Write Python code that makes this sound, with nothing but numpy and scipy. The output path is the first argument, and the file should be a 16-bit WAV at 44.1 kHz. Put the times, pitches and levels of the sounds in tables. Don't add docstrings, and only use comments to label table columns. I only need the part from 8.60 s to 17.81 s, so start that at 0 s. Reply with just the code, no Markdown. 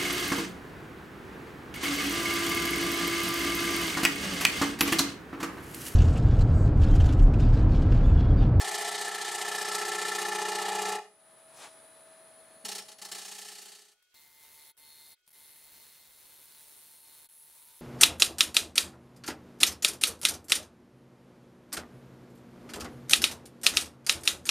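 import sys
import numpy as np
from scipy import signal
from scipy.fft import rfft, irfft, next_fast_len
from scipy.io import wavfile
from scipy.ndimage import uniform_filter1d

SR = 44100
rng = np.random.default_rng(int(sys.argv[2]) if len(sys.argv) > 2 else 0)


def field_ratio(decibels):
    return 10 ** (np.asarray(decibels, dtype=float) / 20)


def dump_mix(stems):
    frames = np.atleast_2d(stems).T
    limited = np.clip(frames, -1, 1)
    pcm = np.round(limited * 32767).astype(np.int16)
    wavfile.write(sys.argv[1], SR, pcm)


N = 406161
TIME = np.arange(N) / SR
PADDED = next_fast_len(N + SR // 4)
HZ = np.arange(PADDED // 2 + 1) * SR / PADDED + 1e-3
TURN, FAST_TURN = 2949, 589
FAST_HZ = 74.78
SLOW = TIME < 3

# start_s, end_s, hiss_db, ringing over hiss at start_db, at end_db
STROKES = [
    (0, 2.4, -39.5, 5.5, 14),
    (2.385, 2.475, -62, 16, 21),
    (4.545, 5.355, -56, -3.5, -12),
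]
FAST_STROKES = [
    (5.542, 6.121, -55.5, -19, -2),
    (6.175, 6.55, -55.5, -3.5, -3.5),
    (6.727, 8.676, -55.5, -1, -1.5),
    (8.688, 9.3, -57.5, 2, -0.5),
]
LIFT_S = (0.086, 0.056, 0.39)
# centre_s, half_width_s, hiss_db, ringing over hiss_db
EASES = [(.65, 0.35, -2.5, 0), (1.041, 0.0073, -2.5, -2), (2.1, 0.58, -3, 2), (5.73, 0.064, -4, 6),
         (7.17, 0.11, 2, -9), (7.47, 0.11, -1.5, -6.5), (8.4, 0.064, -3.5, 3), (8.78, 0.081, -2.5, 2.5),
         (9.12, .02, 1, -2)]
# time_s, peak_db
BITES = [(4.0478, -25), (4.0827, -25), (4.1137, -26.5), (4.1487, -26.5), (4.18, -28), (4.2174, -39.5),
         (4.2494, -46), (4.2817, -36.5), (4.315, -39.5), (4.382, -40), (4.415, -30), (4.447, -31),
         (4.484, -36.5), (4.514, -26.5)]
FAST_BITES = [(2.9174, -57), (2.9692, -48), (5.4246, -53), (5.543, -54), (6.168, -51), (6.6643, -53.5),
              (6.676, -42.5), (6.683, -47), (6.69, -46), (6.704, -45), (6.711, -47), (6.716, -46.5)]
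# time_s, peak_db
LIGHT_BITES = [(4.5493, -30.5), (4.5832, -33), (4.6167, -35.5), (4.6506, -34), (4.682, -35.5),
               (4.7159, -33), (4.7494, -37), (4.7828, -33), (4.8167, -35.5), (4.8501, -35), (4.8831, -34.5),
               (4.917, -36.5), (4.9534, -41.5), (4.9843, -39.5), (5.0172, -40), (5.0557, -41),
               (5.0841, -43), (5.119, -42.5), (5.1874, -46.5), (5.2522, -53), (5.2841, -52.5),
               (5.152, -45.5), (5.219, -50), (5.317, -55.5)]
# start as share of a turn, before_db, crest_db
DEEP_GRAIN = [(.095, -1, 5), (.605, -6, 3.5)]
FAST_GRAIN = [(0, -0.18, 5.3), (.45, -1, 4)]

# pitch_hz, level_db per Hz
SHAVING = [(90, -41), (300, -14), (1000, -11.5), (1500, -8), (2300, -0.5), (2680, -19), (2900, 0.5),
           (4630, 0), (6040, -4), (8470, -1), (13800, -17), (14850, -26), (15150, -54)]
LIGHT_SHAVING = [(90, -23), (300, -14.5), (1000, -18.5), (1900, -7), (2680, -6.5), (2910, -1), (3410, -5),
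                 (4520, 0), (5160, -6.5), (5590, -4.5), (8180, -3.5), (10300, -6.5), (15700, -19)]
SHAVING_SIDE = [(100, -21.5), (450, -5), (620, -16), (850, 12.5), (1100, -21), (1800, -35), (3000, -35),
                (6000, -8), (9000, -4), (12000, -3.5), (15700, -17.5)]
FAST_SHAVING = [(12, -38), (20, -10), (773, -9.5), (865, -7), (1350, -10), (2050, -8.5), (3120, -8.5),
                (4120, -5.5), (4480, -8.5), (7410, -9), (10700, -5.5), (12200, -6), (15700, -3)]
FAST_SIDE = [(12, -36), (20, 1), (1180, -1.5), (4120, 0.5), (5160, -0.5), (14500, 1.5), (15700, -10)]
# pitch_hz, width_hz, level_db, change_db per s down the wall (slow only)
BOWL = [(163.4, 22, -30, -1), (193, 19, -42.5, -4), (402, 23, -18, -1.5), (697, 285, -21, -3.5),
        (690, 38, -10.5, -7.5), (781, 30, -10.5, -3), (810, 21, -4.5, -2), (844.7, 34, -3, -1.5),
        (836.3, 33, -6, 1.5), (1087, 310, -19, -1.5), (1320, 40, -12.5, -2), (1734, 90, -11, -3.5),
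        (2060, 91, -15, -3.5), (2440, 65, -15, -2), (2880, 45, -14.5, -1.5)]
FAST_BOWL = [(920, 75, -27), (2070, 140, -45), (3720, 260, -15), (4540, 120, -20), (8970, 380, 0.5),
             (9860, 85, 4.5), (10550, 480, 5), (11560, 250, 2.5), (14200, 700, -8), (15800, 600, -14)]
# pitch_hz, width_hz, level_db, change_db per s (some)
FLUTE = [(2886, 110, -4, 3), (3832.5, 70, 0, 6.5), (4679, 150, 0.5, 3), (4340, 79, 1.8), (5350, 86, 3.1),
         (6390, 260, 0), (7280, 290, -1), (8850, 470, -5)]

# ripples per turn, level_db
RIPPLES = [(24, -8), (26, -12), (28, -2), (30, -12), (41, -16)]
# ripples per turn, level_db
FINE_RIPPLES = [(47, -11), (50, -8), (54, -8), (61, -10)]
# ripples per turn, level_db
FAST_MIDDLE_RIPPLES = [(24, -14), (27, -10), (29, -13)]
FAST_HIGH_RIPPLES = [(46, -12), (48, -11), (49, -8), (51, -10), (53, -10),
                     (56, -9), (57, -.5), (58, -10), (61, -13), (65, -12)]
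# resting_db over hiss, swell_db, centre_s, half_width_s
FAST_RIPPLES = [
    (-26.5, -7.5, 7.46, 0.68),
    (-28, 16, 5.8, 2.2),
    (-20, 9.5, 6.4, 0.32),
]
# time_s, beat_db
THROB_BEAT_DB = [(0, 5), (1.0, -1), (1.4, -1), (2.5, 3), (4.0, 3), (5.4, 3)]

MARKS_AT_S = [.3, .85, 1.2, 1.55, 2.1]
MARKS_A_TURN = [
    [56.2, 56.3, 57.6, 57.1, 56.9],
    [88.8, 88.5, 88.5, 89, 89],
    [117.4, 117.8, 117.2, 118.3, 117.6],
]
MARKS_REST_DB = [-19, -24.5, -24.5]
MARKS_LIGHT_DB = [-18, -19.5, -17.5]
MARKS_START = [.04, .6, .55]
MARKS_LIFT_S = [.01, .05, .06]
# share of a turn, half-width as share, then level_db over rest at each time above
WIDE_MARKS = [(.19, 0.084, 14.4, 13, 9, 1, 9), (.51, 0.081, 12, 9.5, 13, 6, 5.6), (.68, .07, 7, 0, 2, 2, 9),
              (.87, 0.068, 11, -7, 4.5, 8, 13)]
MIDDLE_MARKS = [(.38, 0.22, 11, 14, 17, 5.6, 6), (.82, .13, 10, 16, 14.7, 16.5, 9.5)]
CLOSE_MARKS = [(.0, 0.11, 14, 6, 12, 12, 4), (.27, 0.14, 10, 14, 14, 9.4, 3),
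               (.76, 0.1, 13, 12, 17, 22, 15)]

# time_s, level_db
DRIVE = [(0, -40), (2.3, -16), (2.5, -10.5), (2.7, -2.5), (3.0, 0.5), (4.0, -0.5), (4.4, -5), (5.3, -26),
         (5.5, -69)]
# pitch_hz, level_db
WHINE = [(8818, -94.5), (9033, -91.5), (9318, -89), (9464, -99), (9534, -87.5), (9604, -81.5),
         (9679, -70.5), (9895, -64.5), (9964, -85), (10034, -72), (10110, -70), (10180, -87), (10395, -85),
         (10465, -87), (10535, -85), (10756, -105), (10971, -100.5)]
# pitch_hz, level_db
HUM = [(576.0, -71), (646.0, -59.5), (1254, -74.5), (1744, -75.5), (2008, -81.5), (2514, -80)]
FAST_HUM = [(1464, -82), (2180, -91), (2541, -88), (3225, -82)]
# pitch_hz, level_db per Hz
SHOP = [(18, -72), (30, -39), (130, -17), (495, -14.5), (644, -9.5), (715, -11.5), (905, -14.5),
        (1700, -17), (2720, -24.5), (3930, -22.5), (5660, -30), (9080, -24.5), (10100, -13), (11500, -29),
        (15700, -39)]
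FAST_SHOP = [(18, -43), (30, -7), (238, -29), (362, -11), (929, -19), (1450, -13), (1880, -13), (3180, -11),
             (3440, -11.5), (15700, -23)]
# pitch_hz, level_db per Hz
BRUSH_COLOUR = [(88, -34), (150, -15.5), (441, -7), (866, 1), (1430, -6.5), (5000, -9.5), (8410, -11),
                (10200, -20), (15000, -32)]
# time_s, peak_db, pitch_hz, time to fall 60 dB_s
KNOCK = [
    (3.961, -51, 235, 0.057),
    (4.041, -42.5, 230, 0.083),
    (4.055, -65, 75, .12),
]


def in_time(rows):
    s, *columns = np.transpose(rows)
    return [np.interp(TIME, s, column) for column in columns]


def swell(x, centre, half_width):
    return np.exp(-((x - centre) / half_width) ** 2)


def drift(rate):
    r = np.exp(-80 * np.pi * rate / SR)
    slow = signal.lfilter([1], [1, -2 * r, r * r], rng.standard_normal(N // 40 + 2002))[2000:]
    return np.interp(np.arange(N) / 40, np.arange(len(slow)), slow / slow.std())


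def follow(x, lag_s):
    r = np.exp(-1 / (lag_s * SR))
    return signal.lfilter([1 - r], [1, -r], x)


def colour(x, spectrum, low_hz, high_hz, patchy_db):
    hz, level_db = np.transpose(spectrum)
    gain = field_ratio(np.interp(np.log(HZ), np.log(hz), level_db, left=-90))
    gain = gain / np.sqrt(np.mean(gain ** 2 * (HZ > low_hz) * (HZ < high_hz)))
    shaped = rfft(x, PADDED) * gain
    band = np.clip(np.log(HZ / 700), 0, 3)
    out = 0
    for k in range(4):
        part = irfft(shaped * np.clip(1 - abs(band - k), 0, 1), PADDED)[..., :N]
        out = out + field_ratio(patchy_db * drift(22)) * part
    return out


def resonate(x, modes, wander_db):
    out, power = 0, 0
    travel_s = np.where(SLOW, TIME - 1.2, 0)
    for k, (hz, width, level_db, *moving) in enumerate(modes):
        r = np.exp(-np.pi * width / SR)
        poles = [1, -2 * r * np.cos(2 * np.pi * hz / SR), r * r]
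        ring = signal.lfilter([(1 - r * r) / 2, 0, (r * r - 1) / 2], poles, x)
        gain = field_ratio(level_db + wander_db * drift(2.53) + sum(moving) * travel_s)
        out = out + (-1) ** k * gain * ring
        power += field_ratio(2 * level_db) * np.pi * width / SR
    return out / np.sqrt(power)


def tones(lines, waver_db):
    out = 0
    for hz, db in lines:
        level = np.sqrt(2) * field_ratio(db + waver_db * drift(2.1))
        out = out + level * np.sin(2 * np.pi * (hz * TIME + rng.random()))
    return out


def stereo(mid, side, pan_db):
    return np.array([mid + side, mid - side]) * field_ratio([[pan_db / 2], [-pan_db / 2]])


def workshop(x, t60, alike_hz):
    age = np.arange(int(t60 * SR)) / SR
    dying = field_ratio(-60 * age / t60) * (age > t60 / 60)
    mid, side = signal.lfilter([1], [1, -.4], rng.standard_normal((2, SR))[:, :len(age)] * dying)
    high_pass = signal.butter(1, alike_hz, "high", fs=SR, output="sos")
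    echoes = stereo(mid, signal.sosfilt(high_pass, side), 0)
    return signal.fftconvolve(x[None], echoes / np.sqrt(np.sum(mid ** 2)), axes=1)[:, :N]


def fast_drive():
    mid, side = field_ratio(-81) * colour(rng.standard_normal((2, N)), FAST_SHOP, 3500, 11000, patchy_db=-3.5)
    cutting = sum((TIME > start) * (TIME < end) for start, end, *_ in FAST_STROKES)
    hum = tones(FAST_HUM, waver_db=.7) * field_ratio(-7 * follow(cutting, lag_s=.03))
    air_dip = field_ratio(-8 * follow(cutting, lag_s=0.055))
    fade = field_ratio(38 * np.minimum(TIME - 5.4, 0) - 1.5 * (TIME > FAST_STROKES[0][0]))
    return fade * stereo(air_dip * mid + hum, field_ratio(-1) * air_dip * side, .2)


def drive():
    gain_db, = in_time(DRIVE)
    whine = field_ratio(0.88 * gain_db + 1) * tones(WHINE, waver_db=.6)
    hum = field_ratio(0.94 * gain_db - 2) * tones(HUM, waver_db=.7)
    air = colour(rng.standard_normal((2, N)), SHOP, 1000, 5000, patchy_db=.7)
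    mid, side = field_ratio(-64.5 + gain_db) * air
    return stereo(whine, 0, 4.5) + stereo(hum, 0, 1.1) + stereo(mid, field_ratio(-7.0) * side, .3)


def brush():
    wipe_s, hold_s = 3.028, 0.022
    early = np.clip(wipe_s - hold_s - TIME, 0, 1)
    late = np.clip(TIME - wipe_s - hold_s, 0, 1)
    on = field_ratio(-47.5 - 230 * early - 260 * late)
    mid, side = colour(on * rng.standard_normal((2, N)), BRUSH_COLOUR, 300, 9000, patchy_db=2.5)
    return stereo(mid, field_ratio(-14.0) * side, 1.5)


def approach():
    knock = 0
    for s, peak_db, hz, t60 in KNOCK:
        age = np.clip(TIME - s, 0, 1)
        shape = field_ratio(peak_db - 60 * age / t60) * (1 - np.exp(-age / .004))
        knock = knock + shape * np.sin(2 * np.pi * hz * age)
    before = np.clip(4.05 - TIME, 0, 2)
    squeal_hz = 4390 - 600 * np.minimum(before, .8)
    squeal_db = -71 - 7 * before
    phase = 2 * np.pi * np.cumsum(squeal_hz + 30 * drift(60)) / SR
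    wave = np.sin(phase) + field_ratio(-5 - 30 * before) * np.sin(1.5 * phase)
    squeal = field_ratio(squeal_db + 2 * drift(25)) * wave
    return stereo(knock + squeal * (before < 1.4) * (TIME < 4.42), 0, .5)


def surface(turn, memory, rough_db):
    shape = (N // turn + 20, turn)
    size_db = rough_db * np.minimum(rng.exponential(1, shape), 4)
    fibres = rng.standard_normal(shape) * field_ratio(size_db)
    ridges = signal.lfilter([1], [1, -memory], fibres, axis=0)[19:].ravel()[:N]
    return ridges / ridges.std()


def grain(sides, turn, from_s, rise, hold, sag_db):
    points = []
    for at, low_db, top_db in sides:
        points += [(at, low_db), (at + rise, top_db), (at + rise + hold, top_db - sag_db)]
    share, db = np.transpose(points)
    return field_ratio(np.interp((TIME - from_s) * SR / turn, share, db, period=1))


def contact(strokes, lifts, grains, dig_db, bites, ring_db, bite_s, crest_db):
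    hiss, body = np.full(N, 1e-9), np.full(N, 1e-9)
    hand_db = sum(db * swell(TIME, s, width) for s, width, db, _ in EASES)
    ease_db = sum(db * swell(TIME, s, width) for s, width, _, db in EASES)
    for (start, end, db, from_db, to_db), lift_s, bumps in zip(strokes, lifts, grains):
        dig = dig_db * np.exp(-np.clip(TIME - start, 0, None) / 0.14)
        on = (TIME >= start) * bumps * field_ratio(db + hand_db - dig)
        down = np.clip((end - TIME) / lift_s, 0, 1)
        ringing_db = ease_db + np.interp(TIME, [start, end], [from_db, to_db])
        hiss += on * down
        body += on * down ** 0.51 * field_ratio(ringing_db)
    age = TIME[:SR // 8] / bite_s
    for s, peak_db in bites:
        bite = field_ratio(peak_db - crest_db) * (np.e * age * np.exp(-age)) ** 0.8
        now = slice(round(s * SR), round(s * SR) + SR // 8)
        hiss[now] += bite
        body[now] += bite * field_ratio(ring_db)
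    return hiss, body


def fast_ripples(hiss):
    low_db, middle_db, high_db = [db + swell_db * swell(TIME, s, width)
                                  for db, swell_db, s, width in FAST_RIPPLES]
    late_tone = swell(TIME, 9.2, .55) * tones([(972, 3)], waver_db=2)
    low = field_ratio(low_db) * (tones([(898, 4)], waver_db=1.2) + late_tone)
    middle_lines = [(k * FAST_HZ, db) for k, db in RIPPLES[1:] + FAST_MIDDLE_RIPPLES]
    middle = field_ratio(middle_db - 4) * tones(middle_lines, waver_db=1.2)
    high_db = high_db + 8 * swell(TIME, 5.55, .08) + 4 * swell(TIME, 6.05, .06)
    high = field_ratio(high_db) * tones([(k * FAST_HZ, db) for k, db in FAST_HIGH_RIPPLES], waver_db=2.2)
    return follow(hiss, lag_s=.008) * field_ratio(1.6 * drift(14)) * (low + middle + high)


def fast_cut():
    bumps = grain(FAST_GRAIN, SR / FAST_HZ, 0.004, rise=0.13, hold=0.14, sag_db=2.5)
    hiss, body = contact(FAST_STROKES, [.022] * 4, [bumps] * len(FAST_STROKES), 3, FAST_BITES, 0,
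                         bite_s=0.0014, crest_db=12.0)
    fibres = hiss * surface(FAST_TURN, memory=0.16, rough_db=3.5)
    shavings = field_ratio(-5.0) * colour(fibres, FAST_SHAVING, 2600, 15760, patchy_db=1.0)
    push = body * surface(FAST_TURN, memory=.7, rough_db=2.5)
    bowl = field_ratio(-3) * resonate(push, FAST_BOWL, wander_db=2.2) + fast_ripples(hiss)
    side_fibres = hiss * surface(FAST_TURN, memory=0.14, rough_db=6.0)
    side = field_ratio(-15.0) * colour(side_fibres, FAST_SIDE, 3000, 15000, patchy_db=3.0)
    room = field_ratio(-21) * workshop(shavings + bowl, t60=.08, alike_hz=1500)
    return stereo(shavings + bowl, side, 0.35) + room


def dust(shavings, hiss):
    high_pass = signal.butter(2, 7300, "high", fs=SR, output="sos")
    top = signal.sosfiltfilt(high_pass, shavings)
    late = np.interp(TIME - 0.0022 * SLOW, TIME, hiss)
    late = late * np.clip(late / uniform_filter1d(late, TURN), .2, 3) ** (0.69 * SLOW)
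    return shavings + top * (np.clip(late / hiss, .25, 4) - 1)


def shaving_hiss(hiss):
    fibres = hiss * surface(TURN, memory=.35, rough_db=2.2)
    deep = colour(fibres * SLOW, SHAVING, 2760, 11000, patchy_db=1.94)
    light = colour(fibres * ~SLOW, LIGHT_SHAVING, 1900, 13500, patchy_db=1.0)
    flute = resonate(hiss * surface(TURN, memory=0.81, rough_db=1.0), FLUTE, wander_db=2.5)
    return dust(deep + light + field_ratio(np.where(SLOW, -7.5, -6)) * flute, hiss)


def worn_ripples(hiss, body, even):
    coarse_lines = [(k * SR / TURN, db) for k, db in RIPPLES]
    coarse = field_ratio(-15.0) * follow(body, lag_s=0.0095) * tones(coarse_lines, waver_db=-1.5)
    fine_lines = [(k * SR / TURN, db) for k, db in FINE_RIPPLES]
    fine_db = -14.0 - 4 * ~SLOW - 4 * swell(TIME, 1.6, 0.67)
    fine = field_ratio(fine_db) * even * tones(fine_lines, waver_db=2.0)
    beat_db = in_time(THROB_BEAT_DB)[0] * np.cos(2 * np.pi * TIME * SR / TURN)
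    throb_db = -27 + beat_db + 5 * np.where(SLOW, TIME, 6.1 - TIME)
    push = follow(hiss ** 0.82 * body ** 0.22, lag_s=0.010)
    throb = field_ratio(throb_db) * push * tones([(13 * SR / TURN, 0)], waver_db=1.0)
    return coarse + fine + throb


def places(rows):
    share = TIME * SR / TURN
    return sum(np.interp(TIME, MARKS_AT_S, db) * swell((share - at + .5) % 1 - .5, 0, width)
               for at, width, *db in rows)


def chatter_marks(body, even):
    out = 0
    left_s = 2.475 - TIME
    patches = (WIDE_MARKS, MIDDLE_MARKS, CLOSE_MARKS)
    for marks, start, lift_s, rest_db, light_db, rows in zip(
            MARKS_A_TURN, MARKS_START, MARKS_LIFT_S, MARKS_REST_DB, MARKS_LIGHT_DB, patches):
        share = (TIME * SR / TURN - start) % 1
        lifting = np.clip(left_s / lift_s, 0, 1) * np.clip((left_s - lift_s) / .04, .1, 1)
        deep = even * lifting * field_ratio(rest_db + places(rows))
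        light = follow(body, lag_s=0.0053) * field_ratio(light_db)
        push = np.where(SLOW, deep, light)
        seam = np.sin(np.pi / 2 * np.clip(np.minimum(share, 1 - share) / .035, 0, 1)) ** 2
        wave = np.sqrt(2) * np.sin(2 * np.pi * np.interp(TIME, MARKS_AT_S, marks) * share)
        out = out + push * seam * field_ratio(1.0 * drift(8.2)) * wave
    return out


def cut():
    grains = (grain(DEEP_GRAIN, TURN, 0, rise=0.083, hold=0.18, sag_db=2.0), 1, 1)
    bites = BITES + [(s - .003, db) for s, db in LIGHT_BITES]
    hiss, body = contact(STROKES, LIFT_S, grains, 0, bites, 0.5, bite_s=0.0069, crest_db=12.5)
    shavings = shaving_hiss(hiss)
    push = body * surface(TURN, memory=.75, rough_db=1.5)
    bowl = field_ratio(-7) * resonate(push, BOWL, wander_db=1.)
    even = follow(np.minimum(uniform_filter1d(body, TURN), 3 * body), lag_s=.004)
    ripples = worn_ripples(hiss, body, even)
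    chatter = chatter_marks(body, even)
    side_fibres = hiss * surface(TURN, memory=.3, rough_db=3.0)
    side = field_ratio(-18.0) * colour(side_fibres, SHAVING_SIDE, 3000, 8500, patchy_db=4.5)
    to_room = shavings + follow(bowl, lag_s=0.00006) + ripples + 0.19 * chatter
    room = field_ratio(-15.5) * workshop(to_room, t60=0.43, alike_hz=2580)
    return stereo(shavings, side, -0.12) + stereo(bowl + ripples + chatter, 0, 1.0) + room


def scene():
    return fast_drive() + drive() + brush() + approach() + fast_cut() + cut()


def top_cut(x):
    return signal.sosfilt(signal.butter(12, 15890, fs=SR, output="sos"), x)


def record(dry):
    low_pass = signal.ellip(12, .3, 70, 15760, fs=SR, output="sos")
    mix = signal.sosfilt(low_pass, dry)
    return top_cut(mix)


dry = scene()
out = record(dry)
dump_mix(out)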